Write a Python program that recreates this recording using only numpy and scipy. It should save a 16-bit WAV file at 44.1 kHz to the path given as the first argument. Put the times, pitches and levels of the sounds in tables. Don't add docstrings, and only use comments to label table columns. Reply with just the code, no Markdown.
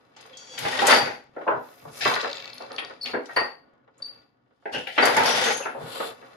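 import sys
import numpy as np
from scipy import signal
from scipy.fft import rfft, irfft, next_fast_len
from scipy.io import wavfile
from scipy.ndimage import uniform_filter1d

SR = 44100
rng = np.random.default_rng(int(sys.argv[2]) if len(sys.argv) > 2 else 0)


def to_wav(sig):
    pcm = np.clip(np.atleast_2d(sig), -1, 1) * 32767
    pcm = np.round(pcm).astype(np.int16)
    wavfile.write(sys.argv[1], SR, pcm.T)


N = 280476
TIME_S = np.arange(N) / SR


WOODEN_PARTS = {"shaft": (307, 820.5, 12.1, 1, 1), "beater": (421.5, 1013.5, 5.5, -3.5, 0.5),
                "post": (480, 560, 8.7, 0.62, 1.5), "treadle": (276, 380, 7.1, 8.3, 0.89),
                "lever": (502, 1860, 16, 2.3, 3.1), "rod": (680, 2300, 8.3, 26, 3.1),
                "handle": (340, 1340, 16, 22, 1.4), "crossbar": (450, 1350, 5.9, 3.5, 2.1),
                "stop": (379, 880, 14, 1.3, 0.86), "upright": (580, 460, 17, 9.5, 1.1),
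                "link": (410, 830, 7, 27, 1.2), "pedal": (230, 80, 4.6, 27, 0.5)}
# (time [s], level [dB], part, high edge [Hz], rise [s])
KNOCKS = [ (.165, -44, "shaft", 7000, 0.00085), (.579, -28, "rod", 5800, 0.0012),
          (0.652, -18, "shaft", 2900, 0.0014), (.722, -24.5, "lever", 2400, 0.0032),
          (.79, -17.5, "lever", 4450, 0.00082), (.818, -12, "shaft", 1550, 0.0029),
          (.866, -21.5, "shaft", 5000, 0.011), (.881, -13, "post", 2170, 0.0011),
          (.898, -13, "beater", 2600, 0.0022), (.924, -9, "crossbar", 2320, 0.00099),
          (.968, -14, "shaft", 2370, 0.00082), (1.072, -26.5, "link", 2000, 0.0016),
          (1.365, -24, "handle", 1300, 0.0033), (1.467, -19, "post", 1020, 0.0015),
          (1.477, -11.5, "beater", 1470, 0.0027), (1.508, -17, "post", 1400, 0.0025),
          (1.853, -35.5, "post", 1140, 0.00058), (2.007, -20, "rod", 5700, 0.0073),
          (2.056, -11, "beater", 1900, 0.0018), (2.112, -19, "beater", 1810, 0.0023),
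          (2.161, -20, "lever", 2090, 0.00036), (2.245, -21.5, "post", 1700, 0.00061),
          (2.603, -28.5, "post", 1280, 0.0033), (2.782, -26.5, "lever", 3100, 0.0018),
          (3.135, -15, "treadle", 1700, 0.0048), (3.29, -31, "lever", 2020, 0.0022),
          (3.364, -11, "lever", 2240, 0.0045), (3.367, -18, "beater", 1450, 0.0011),
          (3.411, -23.5, "shaft", 1930, 0.0014), (4.656, -23.5, "link", 1735, 0.0011),
          (4.742, -20.5, "pedal", 1870, 0.0052), (4.871, -25.5, "rod", 3480, 0.0012),
          (4.965, -32.5, "link", 2600, .002), (4.979, -7.5, "crossbar", 2920, 0.0029),
          (4.997, -18.5, "lever", 2380, 0.00045), (5.026, -10, "crossbar", 2130, 0.0024),
          (5.052, -15, "shaft", 2250, 0.0024), (5.072, -14.5, "crossbar", 2200, 0.00066),
          (5.105, -18, "post", 1780, 0.0013), (5.163, -7, "stop", 2350, 0.0049),
          (5.2, -14.5, "stop", 2030, 0.0017), (5.273, -19, "post", 1440, 0.0016),
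          (5.46, -20.5, "link", 2320, 0.0009), (5.473, -18, "upright", 2140, 0.00048),
          (5.503, -26, "link", 2100, .001), (5.602, -28, "post", 1700, .0008),
          (5.655, -20.5, "crossbar", 1940, 0.003), (5.749, -27.5, "post", 980, 0.001),
          (5.772, -31.5, "post", 1010, 0.0006), (5.803, -29, "upright", 1300, 0.0014),
          (6.025, -30, "upright", 910, 0.016)]

def knocks():
    out = np.zeros((2, N))
    for time_s, db, part, high_hz, rise_s in KNOCKS:
        low_hz, note_hz, note_db, hollow_db, side_db = WOODEN_PARTS[part]
        def gain(hz):
            contact = 1 / np.sqrt(1 + (hz / high_hz) ** 10)
            treble = amp(-43) * min(high_hz / 2400, 1.5) ** 2 / (1 + (hz / 6000) ** 4)
            radiation = 1 / np.sqrt((1 + (low_hz / (hz + 1)) ** 5.1) * (1 + hz / 900))
            note = amp(note_db / (1 + ((hz - note_hz) / 35) ** 2))
            hollow = amp(-hollow_db * np.exp(-((hz - 1164) / 220) ** 2))
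            return frame(hz) * (contact + treble) * radiation * note * hollow * modes(hz, spread_db=3)
        blow = burst(ring_s=0.0053, room_db=-4.5)
        blow *= 1 - np.exp(-np.arange(blow.shape[1]) / (rise_s * SR + 1))
        blow[0, 0] += amp(18) * np.exp(-rise_s / 0.0037)
        add(out, time_s, amp(db + 1) * pan(side_db) * colour(blow, gain))
    return out


# (peak time [s], rise [s], hold [s], fall [s], rattle [dB], jingle [dB])
SHAFT_MOVES = [(.68, 0.143, 0.14, .2, -33.5, -37), (.9, 0.083, 0.029, 0.1, -20, -21.5),
               (1.02, 0.12, 0.03, 0.15, -30.5, -69), (4.73, 0.011, 0.023, 0.13, -40.5, -42.5),
               (5.04, 0.061, 0.019, 0.17, -27.5, -32.5), (5.2, 0.13, 0.26, 0.19, -26.5, -39.5),
               (5.35, 0.35, 0.076, 0.18, -50.5, -27)]
# (frequency [Hz], level [dB])
RATTLE_EQ = [(130, -22), (240, -8.5), (330, -16.5), (500, -1.5), (850, -1), (1100, -7), (1450, -4),
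             (2200, -4), (3300, -14.5), (5000, -16.5)]
JINGLE_EQ = [(1500, -19.5), (3000, 7.5), (4600, 4), (6300, -4.5), (7700, -6.5), (9600, -5), (11800, -10),
             (13000, -25.5), (15500, -34.5)]

def shafts(rattling, jingling):
    rattle = contacts(lambda hz: spectrum(RATTLE_EQ, hz) * frame(hz),
                      per_s=260, spread_db=4, ring_s=0.014, wash=0.84, modes_db=4, parts=3)
    jingle = contacts(lambda hz: spectrum(JINGLE_EQ, hz),
                      per_s=240, spread_db=0.5, ring_s=0.014, wash=0.15, modes_db=4, parts=4)
    return amp(4.5) * rattle * rattling * pan(2.2) + amp(2) * jingle * jingling * pan(1)


# (peak time [s], rise [s], hold [s], fall [s], wood [dB], thread [dB], reed [dB])
RUB_MOVES = [(.01, .1, 0.11, 0.15, -58.5, -72.5, -85), (.19, 0.064, 0.61, .2, -53.5, -58, -93),
             (1.44, 0.15, 0.14, 0.12, -47, -65.5, -76), (1.66, 0.11, 0.4, 0.23, -53.5, -64, -65.5),
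             (1.98, 0.093, 0.17, 0.039, -45, -51, -46.5), (2.06, 0.064, 0.025, 0.19, -44, -28.5, -49),
             (2.2, 0.17, 0.069, 0.48, -41, -41.5, -69), (2.76, 0.63, 0.12, 0.31, -46.5, -57.5, -84),
             (3.07, 0.047, 0.033, 0.076, -40, -46.5, -61), (3.39, 0.18, 0.0057, 0.14, -55.5, -52, -59),
             (3.62, 0.22, 0.085, 0.39, -59.5, -87.5, -105), (4.02, 0.094, 0.13, 0.18, -55.5, -66, -100),
             (5.82, 0.052, 0.26, 0.11, -40.5, -69, -60.5), (5.96, 0.18, 0.12, 0.095, -37.5, -51.5, -57),
             (6.25, 1, 0.12, .2, -48.5, -63, -71.5)]
# (frequency [Hz], level [dB])
WOOD_EQ = [(120, -23), (300, -2.5), (550, 7), (1100, -0.5), (1700, -1), (2400, -11), (4000, -26.5)]
THREAD_EQ = [(1500, -0.5), (2800, 4), (4200, 1.5), (5500, -10.5), (7500, -14.5), (9000, -31)]
REED_EQ = [(5000, 0.5), (7500, -4), (8600, -3.5), (9800, -1.5), (12000, -2.5), (13200, -12), (15300, -18.5)]

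def rubbing(sliding, catching, brushing):
    wood_rest_db, thread_rest_db = -70, -89
    wood = contacts(lambda hz: spectrum(WOOD_EQ, hz) * frame(hz),
                    per_s=39, spread_db=6, ring_s=0.025, wash=0.62, modes_db=3.5)
    thread = contacts(lambda hz: spectrum(THREAD_EQ, hz),
                      per_s=100, spread_db=2, ring_s=0.0034, wash=0.97, modes_db=5)
    reed = contacts(lambda hz: spectrum(REED_EQ, hz),
                    per_s=680, spread_db=4.5, ring_s=0.0022, wash=1.3, modes_db=0)
    return (amp(2) * wood * np.hypot(sliding, amp(wood_rest_db)) * pan(0.91)
            + amp(3) * thread * np.hypot(catching, amp(thread_rest_db)) * pan(1.7)
            + amp(2.5) * reed * brushing)


# (time [s], level [dB], pitch [Hz])
PIVOT_SLIPS = [(2.143, -26.5, 4220), (2.153, -26, 4460), (2.212, -26.5, 3980), (2.298, -38, 4340),
               (2.313, -35, 4280), (2.329, -27.5, 4470), (2.369, -35, 3970), (2.398, -42, 4540),
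               (2.422, -40, 4420), (2.455, -34.5, 4430), (2.499, -39.5, 4480), (2.531, -36, 4240),
               (2.58, -35.5, 4450), (2.621, -41, 4490), (2.665, -51, 4150), (2.717, -36, 4520),
               (2.762, -35, 4460), (2.847, -35.5, 4680), (2.896, -50, 4800)]

def pivot_creak(ring_s=0.0019, click_db=7, click_band_hz=(3360, 5200)):
    out = np.zeros((1, N))
    t = np.arange(1024) / SR
    envelope = (t / ring_s * np.exp(1 - t / ring_s)) ** 2
    band = signal.butter(2, click_band_hz, "bandpass", fs=SR, output="sos")
    for time_s, db, pitch_hz in PIVOT_SLIPS:
        ping = np.sin(2 * np.pi * pitch_hz * t) * envelope
        click = signal.sosfilt(band, rng.standard_normal(len(t)) * envelope)
        add(out, time_s, amp(db) * (ping + amp(click_db) * click)[None])
    return in_room(out[0], room_db=-4) * pan(2)


# (time [s], level [dB], pitch [Hz], length [s], glide [x pitch], roughness [x pitch])
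SQUEAKS = [(.285, -52.5, 519, 0.064, -0.033, 0.019), (0.33, -49.5, 3270, .022, 0.015, 0.032),
           (0.489, -51.5, 524, 0.077, 0.076, 0.025), (0.91, -22.5, 4575, 0.016, 0.092, 0.01),
           (0.96, -26, 4670, 0.0082, -0.0036, .012), (0.977, -31, 4662, 0.018, -0.025, 0.023),
           (3.01, -36.5, 4520, 0.016, -0.075, 0.019), (3.012, -48, 5100, 0.032, -0.034, .015),
           (3.025, -34, 4360, 0.026, -0.008, 0.024), (3.36, -27.5, 4600, 0.02, 0.03, 0.021),
           (4.021, -31.5, 4617, 0.012, -0.031, 0.0036), (4.728, -33.5, 2837, 0.054, 0.031, 0.057),
           (5.023, -26, 4660, 0.014, -0.015, 0.0079), (5.614, -42, 2604, 0.043, -0.177, 0.083),
           (5.655, -42.5, 1746, 0.0386, -0.355, .1)]
# (frequency [x pitch], level [dB])
SQUEAK_PARTIALS = [(1, 0), (2, -21)]

def squeaks():
    out = np.zeros((1, N))
    for time_s, db, pitch_hz, length_s, glide, roughness in SQUEAKS:
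        progress = np.linspace(0, 1, int(length_s * SR))
        bend = 1 + glide * (progress - 0.5) + roughness * tremble(len(progress))
        phase = 2 * np.pi * np.cumsum(pitch_hz * bend) / SR
        tone = sum(amp(partial_db) * np.sin(k * phase) for k, partial_db in SQUEAK_PARTIALS)
        add(out, time_s, amp(db) * unit(tone * np.sin(np.pi * progress))[None])
    return in_room(out[0], room_db=0.5) * pan(1.7)


# (time [s], level [dB], pitch [Hz], width [oct])
TICKS = [(.209, -50, 4650, 0.84), (0.262, -56, 6960, 0.88), (.371, -43, 5660, 0.4), (.588, -32.5, 7900, 1),
         (0.869, -17.5, 7700, 0.46), (1.477, -40, 2700, 0.21), (2.213, -42, 5460, 0.61),
         (2.355, -46, 7200, 0.065), (2.54, -52.5, 10840, 0.11), (2.725, -54.5, 10500, 0.085),
         (2.782, -27.5, 2760, 0.39), (2.791, -50.5, 9700, 0.088), (3.03, -48, 10200, 0.42),
         (3.059, -30, 2680, 0.5), (3.075, -35.5, 2720, 0.19), (3.257, -48, 4600, 0.5),
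         (3.362, -56, 5700, .05), (3.363, -40, 9030, .05), (3.364, -44, 13400, .08),
         (3.366, -59, 11700, .08), (3.98, -59, 7700, 0.28), (4.022, -49.5, 4360, 0.25),
         (4.068, -61, 12400, 0.18), (4.872, -54.5, 11030, 0.16), (4.961, -39.5, 2670, 0.28),
         (5.055, -26, 7450, 1), (5.166, -29, 6400, 0.92), (5.257, -24.5, 5040, 0.17),
         (5.258, -37, 11100, 0.16), (5.525, -40, 9700, 0.37), (5.57, -37.5, 9600, 0.23)]

def ticks():
    out = np.zeros((2, N))
    for time_s, db, pitch_hz, width_oct in TICKS:
        def gain(hz):
            detuning = np.log2((hz + 1) / pitch_hz) / (2 * width_oct)
            return modes(hz, spread_db=4) / (1 + detuning ** 2) ** 3
        ring = colour(burst(ring_s=0.0093, room_db=-8), gain)
        add(out, time_s, amp(db + 3) * ring * pan(2.7))
    return out


# (time [s], resonance [Hz], level [dB])
SCRAPE_PATH = [(5.25, 5170, -46), (5.27, 5580, -22), (5.359, 5930, -40), (5.461, 6380, -30),
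               (5.55, 6470, -28.5), (5.629, 6410, -42.5), (5.7, 6600, -91)]

def shaft_scrape(width_hz=470):
    time_s, hz, db = np.transpose(SCRAPE_PATH)
    pole = np.exp(-np.pi * width_hz / SR)
    friction = rng.standard_normal(N) + 1j * rng.standard_normal(N)
    band = signal.lfilter([1], np.poly([pole, pole]), friction)
    phase = 2 * np.pi * np.cumsum(np.interp(TIME_S, time_s, hz)) / SR
    ring = (band * np.exp(1j * phase)).real
    return amp(-11) * in_room(unit(ring) * level_curve(time_s, db), room_db=8) * pan(1.5)


# (time [s], base pitch [Hz], level [dB])
BOBBIN_PATH = [(0.369, 1070, -72), (.375, 1110, -44.5), (.45, 1106, -51.5), (0.531, 1112, -45.5),
               (.62, 1112, -49), (0.659, 1100, -78)]
# (frequency [x base pitch], level [dB])
BOBBIN_PARTIALS = [(3, 2.5), (4.15, 1), (5.15, -1), (6, 1), (6.9, -8), (7.7, -17.5), (9.4, -21.5)]

def bobbin(roughness=0.026):
    time_s, hz, db = np.transpose(BOBBIN_PATH)
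    base_hz = np.interp(TIME_S, time_s, hz)
    tone = np.zeros(N)
    for multiple, partial_db in BOBBIN_PARTIALS:
        partial_hz = multiple * base_hz * (1 + roughness * tremble(N))
        tone += amp(partial_db) * np.sin(2 * np.pi * np.cumsum(partial_hz) / SR)
    return amp(-2) * in_room(unit(tone) * level_curve(time_s, db), room_db=2) * pan(1.5)


# (peak time [s], rise [s], hold [s], fall [s])
SWISH_MOVE = (5.95, 0.16, 0.12, 0.07)
# (frequency [Hz], level [dB])
SWISH_EQ = [(2400, -9), (3000, 0.5), (4100, -2.5), (4800, -13), (6200, -25), (7700, -7.5), (9500, -13),
            (12300, -11.5), (13200, -12)]

def shuttle_swish():
    threads = contacts(lambda hz: spectrum(SWISH_EQ, hz),
                       per_s=300, spread_db=0, ring_s=0.0027, wash=2.7, modes_db=4)
    return amp(-39.5) * threads * swell(*SWISH_MOVE) * pan(3.2)


# (peak time [s], rise [s], hold [s], fall [s], level [dB])
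REED_MOVES = [(1.64, 0.083, .21, 0.11, -61), (1.95, 0.052, 0.13, .08, -64), (2.32, .1, 0.14, 0.13, -66)]
# (frequency [Hz], level [dB])
SIZZLE_EQ = [(9500, -13), (11000, -14), (11800, 8), (12500, 3), (13200, -6), (15000, 1)]

def reed_sizzle():
    grains = contacts(lambda hz: spectrum(SIZZLE_EQ, hz),
                      per_s=700, spread_db=0.5, ring_s=0.001, wash=0.5, modes_db=-1)
    return grains * layer_gains(REED_MOVES)[0]


# (time [s], level [dB])
THUMPS = [(.645, -39.5), (1.04, -39), (1.561, -44), (1.882, -44), (2.08, -38.5), (3.39, -49), (4.78, -49),
          (5.19, -37.5), (5.84, -37.5)]
# (frequency [Hz], level [dB])
SHUDDER_EQ = [(20, -35), (45, -26), (62, -9.5), (80, -17.5), (125, -3), (180, -10), (300, -3.5)]
BOOM_EQ = [(55, -18.5), (85, -11.5), (120, 1.5), (150, -1.5), (190, -10.5), (280, -13)]

def frame_rumble(rattling, sliding):
    shudder = colour(rng.standard_normal((2, N)), lambda hz: spectrum(SHUDDER_EQ, hz) * frame(hz))
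    at_rest, from_shafts, from_wood = amp(-68.5), amp(-26.5) * rattling ** 0.59, amp(-29) * sliding ** 0.59
    drive = np.sqrt(at_rest ** 2 + from_shafts ** 2 + from_wood ** 2)
    boom = colour(rng.standard_normal((2, N)), lambda hz: spectrum(BOOM_EQ, hz) * frame(hz))
    landings = sum(amp(db) * swell(time_s, rise_s=0.066, hold_s=0, fall_s=0.082) for time_s, db in THUMPS)
    return (amp(-1) * shudder * drive + boom * landings) * pan(1.2)


# (centre [Hz], width [Hz], gain [dB])
FRAME_MODES = [(122, 5.2, 5.5), (249.7, 17, 8), (412, 42, 3.5), (490.2, 29, 4), (723, 6, 3), (799, 18, 2.5),
               (894, 28, 4), (1010, 14, 2.5), (1157, 18, 3), (1125, 18, 2.5), (1354, 14, 3), (1474, 32, 4),
               (1574, 11, 3.5), (1976, 99, 3.5), (2390, 140, -3)]

def frame(hz):
    return amp(sum(db / (1 + (2 * (hz - centre_hz) / width_hz) ** 2)
                   for centre_hz, width_hz, db in FRAME_MODES))


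def modes(hz, spread_db):
    grid_hz = np.geomspace(150, 16000, 170)
    return amp(spread_db * np.interp(hz, grid_hz, rng.standard_normal(len(grid_hz))))


def contacts(gain, per_s, spread_db, ring_s, wash, modes_db, parts=1):
    out = np.zeros((2, N))
    for _ in range(parts):
        strength = amp(spread_db * np.minimum(rng.exponential(1, N), 3.5))
        hits = strength * (rng.random(N) < per_s / parts / SR)
        power = signal.lfilter([1], [1, -np.exp(-2 / (ring_s * SR))], hits ** 2 + 1e-12)
        bursts = rng.standard_normal((2, N)) * np.sqrt(power / power.mean() + wash)
        out += colour(bursts, lambda hz: gain(hz) * modes(hz, modes_db))
    return unit(out)


def tremble(samples):
    return unit(uniform_filter1d(rng.standard_normal(samples), size=40))


def swell(peak_s, rise_s, hold_s, fall_s):
    before = np.maximum(peak_s - TIME_S, 0) / (rise_s + 1e-4)
    after = np.maximum(TIME_S - peak_s - hold_s, 0) / (fall_s + 1e-4)
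    return amp(-20 * np.minimum(before + after, 10) ** 1.296)


def layer_gains(moves):
    return np.sqrt(sum((amp(move[4:])[:, None] * swell(*move[:4])) ** 2 for move in moves))


def level_curve(time_s, db):
    return uniform_filter1d(amp(np.interp(TIME_S, time_s, db, left=-150, right=-150)), size=600)


# (frequency [Hz], T60 [s])
ROOM_T60 = [(100, 0.17), (260, 0.27), (700, 0.34), (1840, 0.29), (4600, 0.34), (8000, 0.09), (9300, 0.27),
            (11000, 0.6), (13200, 0.31)]

def burst(ring_s, room_db):
    hz, t, bands = signal.stft(rng.standard_normal((2, 16384)), SR, nperseg=256)
    power = np.exp(-2 * t / ring_s) + amp(room_db - 60 * t / lookup(ROOM_T60, hz)[:, None]) ** 2
    fade = 1 - (t / t[-1]) ** 10
    return signal.istft(bands * np.sqrt(power) * fade, SR, nperseg=256)[1]


def in_room(direct, room_db):
    hz, t, bands = signal.stft(rng.standard_normal((2, SR // 2)), SR, nperseg=256)
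    decay = amp(-60 * t / lookup(ROOM_T60, hz)[:, None])
    build_up = np.minimum(t / 0.029, 1)
    tail = signal.istft(bands * decay * build_up, SR, nperseg=256)[1]
    wet = signal.fftconvolve(direct[None], tail / np.linalg.norm(tail[0]), axes=1)[:, :N]
    return direct + amp(room_db) * wet


# (frequency [Hz], coherence [0-1])
COHERENCE = [(60, 0.62), (180, 0.89), (380, 0.33), (700, 0.044), (1400, 0.018), (3000, 0.069),
             (7000, 0.072), (12000, 0.59)]

def colour(pair, gain):
    size = next_fast_len(pair.shape[1], real=True)
    hz = np.fft.rfftfreq(size, 1 / SR)
    cepstrum = irfft(np.log(unit(gain(hz)) + 1e-5), size)
    cepstrum[1:size // 2] *= 2
    cepstrum[size // 2 + 1:] = 0
    mid, side = rfft(pair, size) * np.exp(rfft(cepstrum))
    coherence = lookup(COHERENCE, hz)
    mid *= np.sqrt((1 + coherence) / 2)
    side *= np.sqrt((1 - coherence) / 2)
    return irfft(np.array([mid + side, mid - side]), size)[:, :pair.shape[1]]


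def amp(db):
    return 10 ** (np.asarray(db) / 20)


def unit(x):
    return x / np.sqrt(np.mean(x ** 2) + 1e-20)


def lookup(table, hz):
    table_hz, values = np.transpose(table)
    return np.interp(np.log(hz + 1), np.log(table_hz + 1), values)


def spectrum(eq, hz):
    outside = np.maximum(eq[0][0] / (hz + 1), 1) * np.maximum(hz / eq[-1][0], 1)
    return amp(lookup(eq, hz)) / outside ** 4


def pan(db):
    return amp([[db / 2], [-db / 2]])


def add(mix, time_s, sound):
    span = mix[:, round(time_s * SR):][:, :sound.shape[1]]
    span += sound[:, :span.shape[1]]


def scene():
    rattling, jingling = layer_gains(SHAFT_MOVES)
    sliding, catching, brushing = layer_gains(RUB_MOVES)
    motion = shafts(rattling, jingling) + rubbing(sliding, catching, brushing)
    background = frame_rumble(rattling, sliding) + shuttle_swish() + reed_sizzle()
    joints = pivot_creak() + squeaks()
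    return knocks() + motion + joints + ticks() + bobbin() + shaft_scrape() + background


# (frequency [Hz], L-R [dB])
MIC_SHADING = [(125, 2.5), (250, -2), (500, 0), (1000, -0.5), (4000, 3), (8000, 0.5), (12000, -2.5)]

def record(dry):
    right_delay_s, band_limit_hz = 0.00002, 15800
    # (frequency [Hz], level [dB])
    tone_eq = [(100, -3.5), (7000, 0), (8600, -7), (10500, 0.5), (12200, -2), (13200, -11.5), (15500, -12)]
    hz = np.fft.rfftfreq(N, 1 / SR)
    lag = np.exp(-2j * np.pi * hz * right_delay_s)
    shading = amp(lookup(MIC_SHADING, hz) / 2)
    pair = irfft(rfft(dry) * np.array([shading, lag / shading]), N)
    grid_hz = np.linspace(0, SR / 2, 513)
    tone_taps = signal.firwin2(513, grid_hz, amp(lookup(tone_eq, grid_hz)), fs=SR)
    clipped = np.clip(signal.oaconvolve(pair, tone_taps[None], "same"), -1, 1)
    lowpass = signal.firwin(511, band_limit_hz, window=("kaiser", 9), fs=SR)
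    return signal.oaconvolve(clipped, lowpass[None], "same")


dry = scene()
out = record(dry)
to_wav(out)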